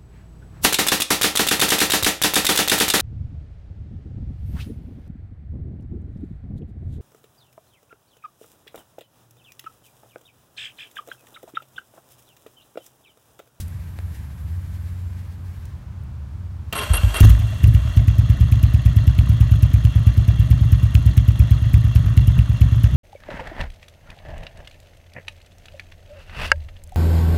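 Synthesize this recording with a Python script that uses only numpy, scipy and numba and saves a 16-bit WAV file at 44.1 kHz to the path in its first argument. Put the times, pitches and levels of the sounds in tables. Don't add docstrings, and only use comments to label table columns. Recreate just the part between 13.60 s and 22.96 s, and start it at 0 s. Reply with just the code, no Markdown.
import sys
import numpy as np
from scipy import signal
from scipy.fft import rfft, irfft, next_fast_len
from scipy.io import wavfile
from scipy.ndimage import uniform_filter1d, minimum_filter1d
from numba import njit

SR = 44100
rng = np.random.default_rng(int(sys.argv[2]) if len(sys.argv) > 2 else 0)


def to_wav(s):
    ch = np.atleast_2d(s).T
    pcm = np.round(np.clip(ch, -1, 1) * 32767)
    wavfile.write(sys.argv[1], SR, pcm.astype(np.int16))


N = 412776
T = np.arange(N) / SR

# start in seconds, near cylinder in dB,
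# far cylinder in dB, hiss of the near blast in dB.
ENGINE_CYCLES = [(3.3004, -5, -25, -50), (3.4328, -2.2, -34, -53), (3.6059, 9, 3.5, -28),
                 (3.6969, 1, -12, -35.5), (3.7931, -8.5, -8.5, -46), (3.906, -13, -26, -55),
                 (4.035, 1.5, -1, -39.5), (4.1422, -0.5, -42, -42), (4.2496, -8.5, -23, -56),
                 (4.3668, 0, -7, -42.5), (4.476, -1.0, -11.5, -42.5), (4.585, -1.8, -12, -43.5),
                 (4.6949, -1, -21, -44), (4.804, -1.7, -10.3, -45), (4.918, -2, -7.5, -44.5),
                 (5.0307, -0.6, -10, -41.5), (5.139, -1.3, -12, -46), (5.2544, -0.5, -9, -43),
                 (5.3624, -0.5, -8, -44), (5.4718, -0.2, -16, -44), (5.5835, -0.2, -10.5, -43),
                 (5.6924, -1.5, -7, -44.5), (5.804, 0, -10, -42), (5.913, -1, -6, -44.5),
                 (6.0255, 0, -11.5, -40), (6.1354, -1, -11, -43), (6.2455, -0.5, -28, -43.5),
                 (6.355, -2.3, -8, -45), (6.466, 0.5, -19, -42.5), (6.5724, -1, -9, -44),
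                 (6.6799, -0.5, -29, -43.5), (6.792, -3, -9, -46), (6.9047, 0, -9.5, -42),
                 (7.0097, -2, -5.5, -49), (7.1217, 0, -10.5, -42.5), (7.2296, -1.9, -12.5, -46.5),
                 (7.3461, 0.5, -9.5, -40.5), (7.458, -0.5, -9, -44.5), (7.5718, 0.3, -9.5, -41),
                 (7.681, -1.1, -17, -44.5), (7.7944, -0.9, -9, -42.5), (7.9088, -0.5, -11, -43),
                 (8.0173, -8, -8, -56), (8.1359, 0.5, -5, -41), (8.242, -3.5, -9, -49.5),
                 (8.3536, 0.3, -6, -41), (8.4582, -5.5, -9.5, -50), (8.57, 1, -7, -42.5),
                 (8.6747, -0.8, -8, -45.5), (8.7844, 0, -13, -42.5), (8.893, -4.5, -11.5, -52),
                 (9.0102, 0.5, -9.3, -40.5), (9.1191, -4.5, -5.5, -51), (9.2359, 0, -20, -41.5),
                 (9.344, -5, -30, -51)]


def undb(db):
    return 10 ** (np.asarray(db) / 20)


def curve_db(table, column=1):
    rows = np.array(table)
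    return np.interp(T, rows[:, 0], rows[:, column], left=-120)


def band(f, hz, width_hz):
    s = 1j * f / hz
    return s * width_hz / hz / (s * s + s * width_hz / hz + 1)


def noise(outline=None, modes=(), outline_db=0.):
    size = next_fast_len(N)
    f = np.arange(1, size // 2 + 2) * SR / size
    power = np.zeros(len(f))
    if outline:
        hz, db = np.transpose(outline)
        power += undb(2 * (np.interp(np.log(f), np.log(hz), db, left=-99, right=-99) + outline_db))
    for hz, width_hz, db in modes:
        power += undb(2 * db) / (1 + ((f - hz * hz / f) / width_hz) ** 2) ** 2
    y = irfft(rfft(rng.standard_normal(size)) * np.sqrt(power), size)[:N]
    return y / y.std()


def walk(rate_hz):
    hold = int(SR / rate_hz)
    steps = np.repeat(rng.standard_normal(N // hold + 1), hold)
    return 1.27 * uniform_filter1d(steps, hold)[:N]


def add(out, start_s, piece):
    i = int(start_s * SR)
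    out[i:i + len(piece)] += piece[:max(N - i, 0)]


def bursts(starts, swells, scatter_db):
    gate = np.zeros(N)
    for s, db in starts:
        for delay_ms, length_ms, swell_db in swells:
            gain = undb(db + swell_db + scatter_db * rng.standard_normal())
            hump = np.hanning(int(2 * length_ms * SR / 1000) + 3)
            add(gate, s + (delay_ms - length_ms) / 1000, gain * hump)
    return gate


def glides(rows):
    out = np.zeros(N)
    for s, length_s, from_hz, to_hz, db in rows:
        hz = np.linspace(from_hz, to_hz, int(length_s * SR))
        tone = np.sin(2 * np.pi * np.cumsum(hz) / SR)
        add(out, s, undb(db) * np.hanning(len(hz)) ** .5 * tone)
    return out * undb(2.5 * walk(50))


def firings():
    s, near_db, far_db, _ = np.transpose(ENGINE_CYCLES)
    cold_drop, warm_up_s = 0.22, 0.33
    tune = 1 - cold_drop * np.exp((s[0] - s) / warm_up_s)
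    lag_ms = 38.6 + 0.16 * np.clip(near_db, -10, 3)
    near = zip(s, near_db, [0] * len(s), tune)
    far = zip(s + lag_ms / 1000, far_db, [1] * len(s), tune)
    return [*near, *far]


def exhaust():
    # frequency in Hz, width in Hz, signed share in the near pipe, same in the far pipe.
    pipe_modes = [(61.3, 6.9, 0.707, 0.552), (112.4, 27.5, 0.711, 0.154), (114.7, 14.5, 0.448, 1.465),
                  (137.3, 56.3, -2.17, -1.918), (138.4, 20.8, 1.498, 0.249), (166.2, 143.7, 1.115, 1.155),
                  (228.8, 120.4, -0.818, -0.694)]
    # delay in ms, level in dB.
    wall_echoes = [(30.5, -27), (64, -27)]
    size, ring_samples, front_delay_s = 32768, 10000, 0.00245
    f = np.fft.rfftfreq(size, 1 / SR)
    push = band(f, hz=80.7, width_hz=32.4) ** 2
    rings = [irfft(push * sum(mode[2 + pipe] * band(f, *mode[:2]) for mode in pipe_modes))
             for pipe in (0, 1)]
    near_peak = rings[0].max()
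    front = irfft(band(f, hz=250.5, width_hz=185) ** 3)[:2000]
    front /= np.abs(front).max()
    out = np.zeros(N)
    for s, db, pipe, tune in firings():
        ring = np.interp(np.arange(ring_samples) * tune, np.arange(size), rings[pipe])
        add(out, s, undb(db) * ring / near_peak)
        front_db = -32.5 + 2 * db + 9.5 * pipe
        add(out, s + front_delay_s, undb(front_db) * front)
    wall_response = irfft(band(f, hz=283, width_hz=97) ** 2)[:4096]
    reflected = signal.fftconvolve(out, wall_response)[:N]
    for delay_ms, db in wall_echoes:
        add(out, delay_ms / 1000, undb(db) * reflected)
    return out


def pipe_rumble():
    # time in seconds, level in dB.
    levels = [(3.25, -39), (3.35, -33), (3.6, -57), (3.65, -34), (3.95, -24.5), (4.3, -26.5), (7.5, -25),
              (9.36, -24)]
    # frequency in Hz, width in Hz, level in dB.
    low_modes = [(62.4, 32, 5.5), (116.6, 44, 5), (172, 32, -6)]
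    return undb(curve_db(levels) + 2.7 * walk(25)) * noise(modes=low_modes)


def whoops():
    delay_s, length_s, from_hz, to_hz = 0.027, 0.034, 170, 320
    rows = []
    for s, db, pipe, _ in firings():
        whoop_db = -35 + 4 * pipe + 0.77 * db + 1.5 * rng.standard_normal()
        rows.append((s + delay_s, length_s, from_hz, to_hz, whoop_db))
    return glides(rows)


def gas_jets():
    # delay in ms, length in ms, level in dB.
    puffs = [(0, 4.4, 2), (6, 4.66, 1), (12, 6, -5)]
    # frequency in Hz, density in dB.
    spectrum = [(5000, -1.5), (8000, -5.5), (9600, 1), (12000, 4), (15000, 1), (16500, -14)]
    near = [(s, hiss_db) for s, _, _, hiss_db in ENGINE_CYCLES]
    far = [(s, -39.5 + 2.5 * min(db, 5)) for s, db, pipe, _ in firings() if pipe]
    return bursts(near + far, puffs, scatter_db=2.6) * noise(spectrum)


def shield_snap():
    # delay in ms, length in ms, level in dB.
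    ticks = [(6.4, 1.6, -0.5), (8.5, 2.2, -9.5), (11.5, 4.4, -14.5)]
    # frequency in Hz, density in dB.
    spectrum = [(1200, -12), (1800, -5.5), (2800, 3.5), (3600, -8.5), (5000, -12.5), (8000, -13)]
    idle_snap_db, idle_hiss_db, full_rattle_db = -32, -43.5, -23
    starts = [(s, min(idle_snap_db + 1.8 * (hiss_db - idle_hiss_db), full_rattle_db))
              for s, _, _, hiss_db in ENGINE_CYCLES]
    return bursts(starts, ticks, scatter_db=2.2) * noise(spectrum)


def case_clatter():
    # frequency in Hz, width in Hz, level in dB.
    panel_modes = [(632, 162, -1), (1180, 670, -4), (1855, 385, -3), (2754, 97, 1), (3320, 380, -3.5),
                   (4145, 590, -11.5), (6540, 300, -19)]
    # frequency in Hz, density in dB.
    bed_spectrum = [(150, -46), (250, 0.5), (463, -19.5), (620, -7), (858, -23.5), (1130, -9.5),
                    (1860, -23.5), (2360, -17.5), (3270, -10.5), (4760, -24), (6590, -17.5), (7820, -30),
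                    (11400, -36), (15000, -36)]
    # time in seconds, level in dB.
    levels = [(3.58, -57), (3.62, -24.5), (3.72, -37), (3.8, -42.5), (9.36, -42.5)]
    # position as a share of the cycle, frequency in Hz, width in Hz, length in ms, level in dB.
    knocks = [(0.247, 680, 260, 12.5, -46), (0.239, 1400, 2400, 11.3, -43), (0.95, 2120, 700, 1.4, -48),
              (0.36, 10400, 13000, 7, -52.5), (0.72, 8600, 12000, 6.3, -52.5)]
    panels = np.zeros(N)
    for hz, width_hz, db in panel_modes:
        panel_db = db + 10 * np.log10(width_hz / 1000) + 2.47 * walk(90)
        panels += undb(panel_db) * noise(modes=[(hz, width_hz, 0)])
    envelope = undb(curve_db(levels) + 1.4 * walk(300))
    out = envelope * (undb(-2) * panels + undb(-5) * noise(bed_spectrum))
    starts_s = np.array(ENGINE_CYCLES)[2:, 0]
    periods_s = np.minimum(np.diff(starts_s, append=99), 0.112)
    for share, hz, width_hz, length_ms, db in knocks:
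        hits = [(s, db) for s in starts_s + share * periods_s]
        gate = bursts(hits, [(0, length_ms, 0)], scatter_db=0.5)
        out += gate * noise(modes=[(hz, width_hz, 0)])
    return out


def starter_gears():
    # time in seconds, grind in dB, brush hiss in dB.
    levels = [(3.126, -28.5, -51), (3.25, -31.5, -45), (3.32, -35, -46), (3.4, -34, -44.5),
              (3.53, -37.5, -45.5), (3.6, -27.5, -40.5), (3.72, -59, -49), (3.78, -52, -55.5),
              (4.4, -54.5, -58.5)]
    # start in seconds, length in seconds, grind in dB, squeal in dB.
    compressions = [(3.152, 0.086, -33.5, -34.5), (3.333, 0.04, -28.5, -28), (3.541, 0.037, -27.5, -27.5)]
    # frequency in Hz, width in Hz, level in dB.
    gear_modes = [(646, 190, -6), (1080, 120, -5), (1356, 300, -7), (2757, 105, 1), (3195, 150, -3.5),
                  (3330, 29, -4), (5710, 430, -21)]
    squeal_modes = [(8500, 70, 2), (9000, 65, 5.5), (9200, 50, -4), (11300, 56, 4), (11300, 100, 3),
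                    (11000, 96, 3)]
    # start in seconds, length in seconds, first and last pitch in Hz, level in dB.
    gear_rings = [(3.142, 0.067, 1280, 1470, -40), (3.18, 0.061, 3330, 3150, -32),
                  (3.367, 0.027, 2785, 2760, -28), (3.545, .04, 2800, 2710, -31.5)]
    end_s, release_s = levels[-1][0], 0.042
    release = np.clip((end_s - T) / release_s, 0, 1)
    grind, squeal = release * undb(curve_db(levels)), np.zeros(N)
    for s, length_s, grind_db, squeal_db in compressions:
        load = np.interp(T - s, [0, .003, length_s, length_s + .015], [0, 0.8, 0.46, 0.005])
        grind += undb(grind_db) * load
        squeal += undb(squeal_db) * load
    grind *= undb(2 * walk(200))
    grind *= noise([(150, 0.5), (1500, 1.5), (4600, -6), (5000, -17), (15000, -19)],
                   gear_modes, outline_db=-11.5)
    squeal *= undb(3.6 * walk(130))
    squeal *= noise([(7800, -4), (9000, 3.5), (12000, -7), (14000, -20)], squeal_modes, outline_db=-11)
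    brushes = release * undb(curve_db(levels, column=2))
    brushes *= noise([(5000, -3), (8300, 4.5), (10000, -2), (13000, 1), (15500, -19)])
    return grind + squeal + brushes + glides(gear_rings)


def starter_motor():
    # time in seconds, pitch in Hz, level in dB.
    whine = [(3.14, 433.6, -55), (3.18, 423.7, -31), (3.23, 407.5, -32.5), (3.25, 542, -53),
             (3.3, 633, -39), (3.35, 562, -45), (3.385, 579, -41), (3.42, 643, -43), (3.465, 620, -50),
             (3.52, 660, -47), (3.56, 609, -49), (3.62, 645, -41), (3.66, 680, -70)]
    # multiple of the pitch, level in dB.
    partials = [(1, 0), (2.53, -0.5), (7, -9)]
    s, hz, db = np.transpose(whine)
    pitch_hz = np.interp(T, s, hz) * (1 + 0.0059 * walk(60))
    phase = 2 * np.pi * np.cumsum(pitch_hz) / SR
    tones = sum(undb(tone_db + 3 * walk(40)) * np.sin(k * phase) for k, tone_db in partials)
    return undb(np.interp(T, s, db, left=-120, right=-120)) * tones


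def switch_clicks():
    # start in seconds, peak in dB, centre in Hz, 60 dB decay time in seconds.
    clicks = [(.002, -28.5, 9000, 0.13), (.004, -33.5, 3600, 0.13), (.081, -36, 11000, .02),
              (0.3892, -43, 3000, 0.0022), (.3887, -27, 443, 0.0042), (.5467, -44, 9000, 0.17),
              (2.054, -38.5, 7000, 0.02), (2.4359, -47, 12000, .015), (3.128, -17, 10100, .03),
              (3.131, -36, 2930, 0.03), (3.544, -29, 2780, 0.036)]
    out, t = np.zeros(N), np.arange(8192) / SR
    f = np.fft.rfftfreq(len(t), 1 / SR)
    for s, db, hz, t60_s in clicks:
        burst = rng.standard_normal(len(t)) * 1000 ** (-t / t60_s)
        crack = irfft(rfft(burst) * band(f, hz, width_hz=0.93 * hz))
        add(out, s, undb(db) * crack / np.abs(crack).max())
    return out


def fuel_pump():
    # time in seconds, level in dB.
    levels = [(.05, -62), (.12, -61), (.5, -61.5), (.9, -63), (2.04, -67.5), (2.07, -110)]
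    # frequency in Hz, width in Hz, level in dB.
    hiss_modes = [(9640, 1200, 0), (11650, 1100, 6), (12600, 400, -3), (14200, 250, -4)]
    hiss = noise([(7000, 3), (12000, -18), (16500, -8)], hiss_modes, outline_db=-4.5)
    return undb(curve_db(levels) + 1.6 * walk(7.9)) * hiss


def whistles():
    # start in seconds, length in seconds, first and last pitch in Hz, level in dB.
    slides = [(.12, .4, 11450, 12300, -66), (1.3, 0.27, 7550, 7300, -68)]
    return glides(slides)


def yard():
    # multiple of the machine's turning rate, level in dB.
    harmonics = [(3, -18), (4, -0.5), (5, 3), (7, -8), (9, -17), (10, -19), (13, -22), (17, -32)]
    # frequency in Hz, density in dB.
    hum_spectrum = [(15, -65), (25, -27), (48, -12), (58, -7), (82, -1), (210, -21.5), (243, -27),
                    (263, -65), (309, -47), (600, -40.5), (780, -57), (1320, -120)]
    air_spectrum = [(180, -9.5), (300, -10), (509, -20.5), (968, -16), (1140, -17.5), (1350, -19),
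                    (2000, -25.5), (16500, -45)]
    # time in seconds, level in dB.
    leaf_levels = [(0., -58), (.1, -56.5), (2.1, -61), (2.5, -80), (3.1, -66)]
    turning_hz, width_hz, fade_db_per_s = 18.05, 1.97, -0.41
    drone = undb(-30.5) * noise(modes=[(k * turning_hz, width_hz, db) for k, db in harmonics])
    hum = undb(-33.5) * noise(hum_spectrum)
    air = undb(-53.5 + 0.13 * walk(4.6)) * noise(air_spectrum)
    leaves = undb(curve_db(leaf_levels) + 2.3 * walk(29.86))
    leaves *= noise([(1500, 13), (3000, 2), (10000, -5), (16500, -6)])
    return undb(fade_db_per_s * T) * (hum + drone) + air + leaves


def scene():
    engine = exhaust() + pipe_rumble() + whoops() + gas_jets() + shield_snap() + case_clatter()
    start_up = starter_gears() + starter_motor() + switch_clicks() + fuel_pump() + whistles()
    return (engine + start_up + yard())[None]


@njit
def recover(gain, step):
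    out, held = np.empty(len(gain)), 1.
    for i in range(len(gain)):
        held = min(gain[i], held + (1 - held) * step)
        out[i] = held
    return out


def record(dry):
    ceiling, release_s, cutoff_hz = 0.995, 0.00067, 15850
    needed = np.minimum(1, ceiling / (np.abs(dry[0]) + 1e-9))
    ahead = minimum_filter1d(needed, size=131)
    gain = uniform_filter1d(recover(ahead, 1 / (release_s * SR)), size=65)
    low_pass = signal.ellip(10, .2, 70, cutoff_hz, fs=SR, output="sos")
    return signal.sosfilt(low_pass, dry * gain)


dry = scene()
out = record(dry)
to_wav(out)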